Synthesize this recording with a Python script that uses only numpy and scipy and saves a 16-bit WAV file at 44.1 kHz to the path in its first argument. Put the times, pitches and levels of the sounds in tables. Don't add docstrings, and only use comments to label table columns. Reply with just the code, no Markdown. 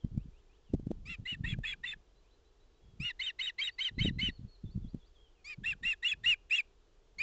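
import sys
import numpy as np
from scipy import signal
from scipy.fft import rfft, irfft
from scipy.io import wavfile
from scipy.ndimage import uniform_filter1d

SR = 44100
rng = np.random.default_rng(int(sys.argv[2]) if len(sys.argv) > 2 else 0)


def waveform_to_disk(signal):
    frames = np.transpose(np.atleast_2d(signal))
    scaled = np.clip(frames, -1, 1) * 32767
    samples = np.round(scaled).astype(np.int16)
    wavfile.write(sys.argv[1], SR, samples)


N = 318402

# (f/Hz, relative density/dB per Hz)
FOREST_WASH = [(12, -23.5), (20, 11), (54, -23), (98, -9), (216, -20), (359, -13), (419, -12), (476, -36.5),
               (569, -19.5), (774, -20.5), (2210, -30), (3240, -27), (4290, -30.5), (7340, -34),
               (9000, -55), (11700, -89), (19800, -120)]
WASH_DB = -74

# (start t/s, syllable, pitch factor, peak level/dB before flutter)
SONG_PHRASE = [(0, "dip", 1, -75), (.16, "upslur", .96, -77), (.32, "upslur", 1, -77),
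               (.485, "upslur", 1.02, -77), (.64, "downslur", 1, -78), (2.15, "tsee", 1, -80),
               (2.23, "upslur", 1, -81), (2.305, "tsee", 1, -77), (2.445, "tsee", .99, -79),
               (2.595, "tsee", .98, -78), (2.735, "tsee", .97, -81), (2.8, "warble", 1, -80),
               (3.705, "tsee", 1.14, -68), (3.945, "tsee", 1.02, -73), (4.12, "tsee", 1.01, -73),
               (4.29, "hook", 1, -68), (4.47, "hook", .99, -69), (4.642, "flick", 1, -71),
               (4.82, "swoop", 1, -73), (4.99, "swoop", 1.01, -74), (5.135, "flourish", 1, -70),
               (5.335, "downslur", .9, -78)]
SONG_SYLLABLES = {"upslur": (.095, [2300, 2430, 2680, 3120, 3950]),
                  "downslur": (.09, [3700, 3150, 2850, 2720, 2650]),
                  "tsee": (.055, [3750, 3950, 4050, 4060, 4000]),
                  "hook": (.105, [4400, 4380, 4360, 4380, 4400, 4150, 3150]),
                  "swoop": (.105, [3680, 3480, 3300, 3350, 4150, 4800, 4300]),
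                  "flick": (.11, [3600, 3550, 3480, 3550, 4450, 4600, 4400]),
                  "dip": (.06, [3500, 3200, 3080, 3150, 3400]),
                  "warble": (.15, [3250, 3380, 3250, 3380, 3280, 3400]),
                  "flourish": (.16, [4100, 3350, 3200, 3300, 3250, 3100, 2850])}

# (t/s, thud level/dB, thud f/Hz, snap level/dB), levels before trims
DROP_KNOCKS = [(0.048, -21, 141, -50), (0.15, -28.5, 112, -63), (0.178, -21, 137, -46.5),
               (0.739, -14.5, 240, -38.5), (0.748, -26.5, 247, -34.5), (0.798, -33.5, 244, -51),
               (0.871, -22.5, 180, -48), (0.908, -23, 222, -50), (0.915, -24, 260, -31.5),
               (1.2, -31.5, 109, -63), (1.329, -35.5, 165, -63), (1.41, -28.5, 113, -72),
               (1.484, -30.5, 131, -64), (1.53, -23.5, 119, -55), (1.589, -26.5, 119, -41.5),
               (3.005, -27.5, 125, -72), (3.982, -25.5, 172, -52), (4.013, -23.5, 108, -57),
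               (4.02, -23.5, 119, -60), (4.05, -21.5, 159, -38), (4.058, -20.5, 256, -50),
               (4.085, -22, 157, -50), (4.11, -26.5, 163, -64), (4.176, -29.5, 138, -71),
               (4.233, -26, 143, -61), (4.289, -27, 201, -64), (4.395, -33.5, 140, -72),
               (4.45, -31.5, 102, -63), (4.642, -30.5, 149, -64), (4.762, -25, 109, -62),
               (4.778, -26, 152, -60), (4.848, -29.5, 130, -64), (4.947, -24, 176, -49)]
# (start t/s, length/s, push level/dB)
DROP_FLURRIES = [(.11, .08, -40), (.24, .05, -51), (.69, .42, -51), (1.085, .025, -43), (1.185, .05, -45),
                 (1.31, .08, -48), (1.39, .21, -39), (1.61, .38, -60), (2.82, .16, -57), (2.99, .06, -46),
                 (3.91, .06, -49), (3.97, .15, -35), (4.12, .18, -41), (4.39, .07, -44), (4.635, .06, -42),
                 (4.74, .13, -43), (5.575, .045, -42), (5.65, .11, -52), (5.81, .05, -47), (6.12, .2, -59),
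                 (6.25, .05, -51), (7.17, .05, -59)]
SWAY_DECAY_S, RUMBLE_DECAY_S = .04, .007

# (start t/s, flip up t/s, drop back t/s, end t/s, whistle crest f/Hz, pitch sag at the ends 0-1,
#  whistle level/dB, low register level/dB, rasp level/dB, added overtones/dB, added subharmonics/dB)
CHIRP_ARCHES = [(1.053, 1.091, 1.161, 1.161, 2760, .18, -44, -50, -51, 5, 12),
                (1.250, 1.273, 1.344, 1.358, 2950, .22, -38.5, -38, -51, -5, -4),
                (1.435, 1.458, 1.541, 1.550, 2730, .22, -40.5, -35, -47, -9, 4),
                (1.632, 1.647, 1.738, 1.747, 2700, .22, -35, -34, -44, -6, 4),
                (1.831, 1.853, 1.934, 1.946, 2880, .24, -40, -34, -48, -6, 3),
                (2.998, 3.045, 3.097, 3.120, 2880, .19, -35.5, -35, -49, 2, 5),
                (3.189, 3.214, 3.300, 3.314, 3180, .26, -34, -35, -48, 1, 0),
                (3.385, 3.408, 3.494, 3.510, 3200, .26, -33, -34, -46, 1, 1),
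                (3.579, 3.614, 3.690, 3.704, 3220, .25, -32, -34, -46, 1, 1),
                (3.780, 3.805, 3.884, 3.901, 3190, .26, -32, -35, -48, 1, 4),
                (3.980, 4.007, 4.088, 4.104, 3170, .25, -33, -34, -47, 1, 0),
                (4.182, 4.214, 4.291, 4.307, 3060, .21, -33, -35, -46, 0, -1),
                (5.443, 5.494, 5.549, 5.549, 2490, .13, -44, -50, -57, 12, 8),
                (5.633, 5.657, 5.727, 5.743, 2770, .29, -33, -38, -48, -1, -1),
                (5.826, 5.850, 5.931, 5.947, 2800, .22, -31, -37, -46, -1, -4),
                (6.022, 6.045, 6.134, 6.145, 2900, .24, -28, -35, -46, -1, -3),
                (6.234, 6.259, 6.343, 6.349, 2890, .26, -25.5, -34, -44, -1, -3),
                (6.496, 6.508, 6.609, 6.616, 2830, .27, -27, -50, -43, 3, -6),
                (7.183, 7.198, 7.290, 7.290, 2580, .17, -31, -50, -47, 7, 1)]
# (start t/s, end t/s, crest f/Hz, base level/dB)
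TOP_LEAPS = [(1.486, 1.525, 3400, -43), (1.668, 1.724, 3400, -41), (1.871, 1.918, 3580, -42),
             (3.230, 3.263, 3700, -41), (3.424, 3.469, 3790, -39), (3.635, 3.672, 3820, -38),
             (3.829, 3.845, 3800, -39), (4.033, 4.060, 3790, -38), (6.080, 6.114, 3430, -35),
             (6.559, 6.580, 3380, -36)]
# (share of the pitch sag, tilt of pitch down towards the end 0-1, level change at the ends/dB,
#  then bases relative to the tone: 2nd harmonic/dB, 3rd harmonic/dB, half-pitch/dB, quarter-pitch/dB)
LOW_REGISTER = (1.08, .035, -2, -14.5, -36, -29, -37)
MAIN_REGISTER = (1, .005, -6, -31, -46, -32, -24)
TOP_REGISTER = (.6, .02, -6, -21, -40, -38, -33)
THIN_REGISTER = (1, -.01, -9, -21, -30, -30, -33)
# (f/Hz, width/Hz, level/dB); FACING adds to the last
THROAT_RESONANCES = [(2060, 350, 1), (2638, 210, 1.5), (3740, 630, -8), (7260, 730, -18)]
# (t/s, added gain of the highest beak resonance/dB)
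HEAD_FACING = [(1.5, 3.5), (3.6, -2), (6.0, 9)]

LOW_RATIO, CLOSING_DB = .775, -4
BREAK_DIP_DB, BREAK_DIP_S = -6, .002
EDGE_OVERTONES_DB, EDGE_RASP_DB = 8, -10
REST_S = .4
THIN_DB, THIN_RASP_DB, LATE_CREST = -3, -8, 1.15
ATTACK_S, RELEASE_S = .007, .011
LOW_SWELL_S, OPENING_RASP_DB = .015, -2

EDGE_HZ = 8800


def gain_of(db):
    return 10 ** (np.asarray(db) / 20)


def evened(x):
    return x / np.sqrt(np.mean(x ** 2) + 1e-20)


def spectrum_at(points, hz):
    f, value = np.transpose(points)
    return np.interp(np.log(hz + 1), np.log(f + 1), value)


def add(mix, s, sound):
    part = mix[max(round(s * SR), 0):][:len(sound)]
    part += sound[:len(part)]


def noise(gain, size=N):
    spectrum = rfft(rng.standard_normal(size)) * gain(np.fft.rfftfreq(size, 1 / SR))
    return evened(irfft(spectrum, size))


def band(low_hz, high_hz, order=3):
    def gain(f):
        low_side = 1 + (low_hz / (f + 1e-3)) ** (2 * order)
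        high_side = 1 + (f / high_hz) ** (2 * order)
        return 1 / np.sqrt(low_side * high_side)
    return gain


def ramp(x):
    return np.sin(np.pi / 2 * np.clip(x, 0, 1)) ** 2


def wash(drone_db=-78):
    hiss = noise(lambda f: gain_of(spectrum_at(FOREST_WASH, f)))
    audible = irfft(rfft(hiss) * (np.fft.rfftfreq(N, 1 / SR) > 100), N)
    drift_db = .4 * noise(band(.5, 12))
    hiss *= gain_of(WASH_DB + drift_db) / audible.std()
    return hiss + gain_of(drone_db) * noise(band(405, 455, order=8))


def songbird(flutter_db=2.5):
    song = np.zeros(N)
    for start, name, factor, db in SONG_PHRASE:
        length, pitches = SONG_SYLLABLES[name]
        progress = np.linspace(0, 1, round(length * SR))
        glide = np.interp(progress, np.linspace(0, 1, len(pitches)), pitches)
        hz = factor * uniform_filter1d(glide, size=400)
        tone = np.sin(2 * np.pi * np.cumsum(hz) / SR)
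        add(song, start, gain_of(db) * tone * signal.windows.tukey(len(progress), .4))
    return song * gain_of(flutter_db * noise(band(15, 120)))


def housing(sway_db=-8.5, rumble_db=-5.5, knock_db=-17, contact_s=.012, rest_db=-67, lumpy_db=3):
    contacts = [(s - contact_s, 2 * contact_s, db + knock_db) for s, db, _, _ in DROP_KNOCKS]
    push = np.zeros(N)
    for s, length, db in DROP_FLURRIES + contacts:
        add(push, s, np.full(round(length * SR), gain_of(db) ** 2))

    def ringing(decay_s):
        leak = 1 / (decay_s * SR)
        return np.sqrt(signal.lfilter([leak], [1, leak - 1], push + 1e-18))

    sway_level = gain_of(sway_db) * ringing(SWAY_DECAY_S) + gain_of(rest_db)
    sway = sway_level * noise(band(20, 56, order=5))
    lumps = gain_of(lumpy_db * noise(band(10, 60)))
    rumble_level = gain_of(rumble_db) * ringing(RUMBLE_DECAY_S) * lumps
    return sway + rumble_level * noise(band(62, 175, order=4))


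def knocks(blow_db=-1, cycles=0.46, snap_db=-2, snap_hz=560, snap_cycles=0.89, tick_db=-30, tick_s=.003):
    out = np.zeros(N)
    t = np.arange(-900, 1400) / SR

    def pulse(hz, width):
        swing = np.sin(2 * np.pi * (t * hz + rng.random()))
        return swing / np.cosh(np.clip(2 * t * hz / width, -40, 40))

    for s, db, hz, sharp_db in DROP_KNOCKS:
        thud = gain_of(db + blow_db) * pulse(hz, cycles)
        snap = gain_of(sharp_db + snap_db) * pulse(snap_hz, snap_cycles)
        tick_level = gain_of((db + sharp_db) / 2 + tick_db) * np.exp(-abs(t) / tick_s)
        tick = tick_level * noise(band(270, 5000, order=1), size=len(t))
        add(out, s + t[0], (thud + snap + tick) * signal.windows.tukey(len(t), .3))
    return out


def whistle(hz, register, reedy_db, split_db, slip_depth, jitter=0.0015, shimmer=0.04, fourth_db=-13,
            sub_db=2, wander=0.23):
    second_db, third_db, half_db, quarter_db = register[3:]

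    def draw(gain):
        return noise(gain, size=8192)[:len(hz)]

    phase = 2 * np.pi * np.cumsum(hz * (1 + jitter * draw(band(60, 660)))) / SR
    slip = slip_depth * draw(band(70, 700))
    harmonics_db = [second_db, third_db, third_db + fourth_db]
    overtones = sum(gain_of(db + reedy_db) * np.sin(k * (phase + slip))
                    for k, db in enumerate(harmonics_db, 2))
    quarter_phase = phase / 4 + wander * draw(band(10, 120))
    quarter = gain_of(quarter_db) * np.cos(quarter_phase)
    half = gain_of(half_db) * np.cos(2 * quarter_phase)
    doubling = np.sqrt(2) * gain_of(sub_db + split_db) * (quarter + half)
    unrest = doubling + shimmer * draw(band(46, 600))
    return np.sqrt(2) * (np.sin(phase) * (1 + unrest) + overtones * (1 + 2 * unrest))


def throat(f, s):
    peaks = [gain_of(db) / (1 + (2 * (f - hz) / width) ** 2) for hz, width, db in THROAT_RESONANCES]
    facing = gain_of(np.interp(s, *np.transpose(HEAD_FACING)))
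    return sum(peaks[:-1]) + peaks[-1] * facing


def rasp(s, hz, size, grain=.4, hug_db=4, hug_hz=600):
    def colour(f):
        near_tone = gain_of(hug_db * np.exp(-((f - hz) / hug_hz) ** 2))
        return throat(f, s) * near_tone * band(900, 9000)(f)

    bursts = np.exp(grain * noise(band(40, 350), size=8192))
    return evened((noise(colour, size=8192) * bursts)[:size])


def register_steps(row, rested):
    start, up, down, end, crest_hz, _, db, low_db = row[:8]
    low_hz = LOW_RATIO * crest_hz
    if rested:
        steps = [(start, THIN_REGISTER, crest_hz, db + THIN_DB)]
    else:
        steps = [(start, LOW_REGISTER, low_hz, low_db)]
    steps.append((up, MAIN_REGISTER, crest_hz, db))
    for leap, back, top_hz, top_db in TOP_LEAPS:
        if start < leap < end:
            steps += [(leap, TOP_REGISTER, top_hz, top_db), (back, MAIN_REGISTER, crest_hz, db)]
    return steps + [(down, LOW_REGISTER, low_hz, low_db + CLOSING_DB)]


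def chirp(row, rested, break_s=.003, slip_per_rasp=.5, most_slip=.11):
    start, up, _, end, crest_hz, sag, _, _, rasp_db, reedy_db, split_db = row
    t = np.arange(start, end, 1 / SR)
    x = 2 * np.linspace(0, 1, len(t)) ** (LATE_CREST if rested else 1) - 1
    opening_db = (THIN_RASP_DB if rested else OPENING_RASP_DB) * ramp((up - t) / break_s)
    hoarse = gain_of(rasp_db + EDGE_RASP_DB * x ** 2 + opening_db)
    voice = hoarse * rasp(start, crest_hz, len(t))
    steps = register_steps(row, rested)
    step_ends = [step[0] for step in steps[1:]] + [end]
    for (begin, register, hz, level_db), until in zip(steps, step_ends):
        bend, tilt, ends_db = register[:3]
        inside_s = np.minimum(t - begin, until - t)
        falter_db = BREAK_DIP_DB * np.exp(-abs(inside_s) / BREAK_DIP_S)
        slip = np.minimum(slip_per_rasp * hoarse / gain_of(level_db), most_slip)
        pitch = hz * (1 - sag * bend * x ** 2 - tilt * x ** 3)
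        tone = whistle(pitch, register, reedy_db + EDGE_OVERTONES_DB * x ** 2, split_db, slip)
        speaks = ramp(inside_s / break_s + .5)
        if register is LOW_REGISTER:
            speaks = speaks * ramp((t - start) / LOW_SWELL_S)
        voice += tone * speaks * gain_of(level_db + ends_db * x ** 2 + falter_db)
    attack = np.sqrt(np.minimum((t - start) / ATTACK_S, 1))
    release = np.minimum((end - t) / RELEASE_S, 1)
    return start, voice * attack * release


def osprey(air_db=-65, ring_db=-24, ring_hz=3750, ring_width_hz=70):
    voice = np.zeros(N)
    last_end = -np.inf
    for row in CHIRP_ARCHES:
        add(voice, *chirp(row, rested=row[0] - last_end > REST_S))
        last_end = row[3]
    flow = np.sqrt(abs(uniform_filter1d(abs(voice), size=480)))
    air = gain_of(air_db) * flow / flow.max() * noise(band(500, 3300))
    windpipe = signal.lfilter(*signal.iirpeak(ring_hz, ring_hz / ring_width_hz, fs=SR), voice)
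    return voice + air + gain_of(ring_db) * windpipe


def echoes(x, t60, delay_s):
    t = np.arange(SR) / SR
    tail = rng.standard_normal(SR) * gain_of(-60 * t / t60) * (1 - np.exp(-t / delay_s))
    return signal.fftconvolve(x, tail / np.linalg.norm(tail))[:N]


def scene():
    near, far = osprey(), songbird()
    nest = gain_of(-21.5) * echoes(near, t60=0.059, delay_s=0.0018)
    trees = echoes(gain_of(-43.5) * near + gain_of(-9) * far, t60=0.46, delay_s=0.0079)
    return (near + far + nest + trees + knocks() + housing() + wash())[None]


def record(dry, droop_hz=8100):
    soft = signal.sosfilt(signal.butter(8, droop_hz, fs=SR, output="sos"), dry)
    edge = signal.firwin(301, EDGE_HZ, window=("kaiser", 9), fs=SR)
    return signal.oaconvolve(soft, edge[None], "same")


dry = scene()
out = record(dry)
waveform_to_disk(out)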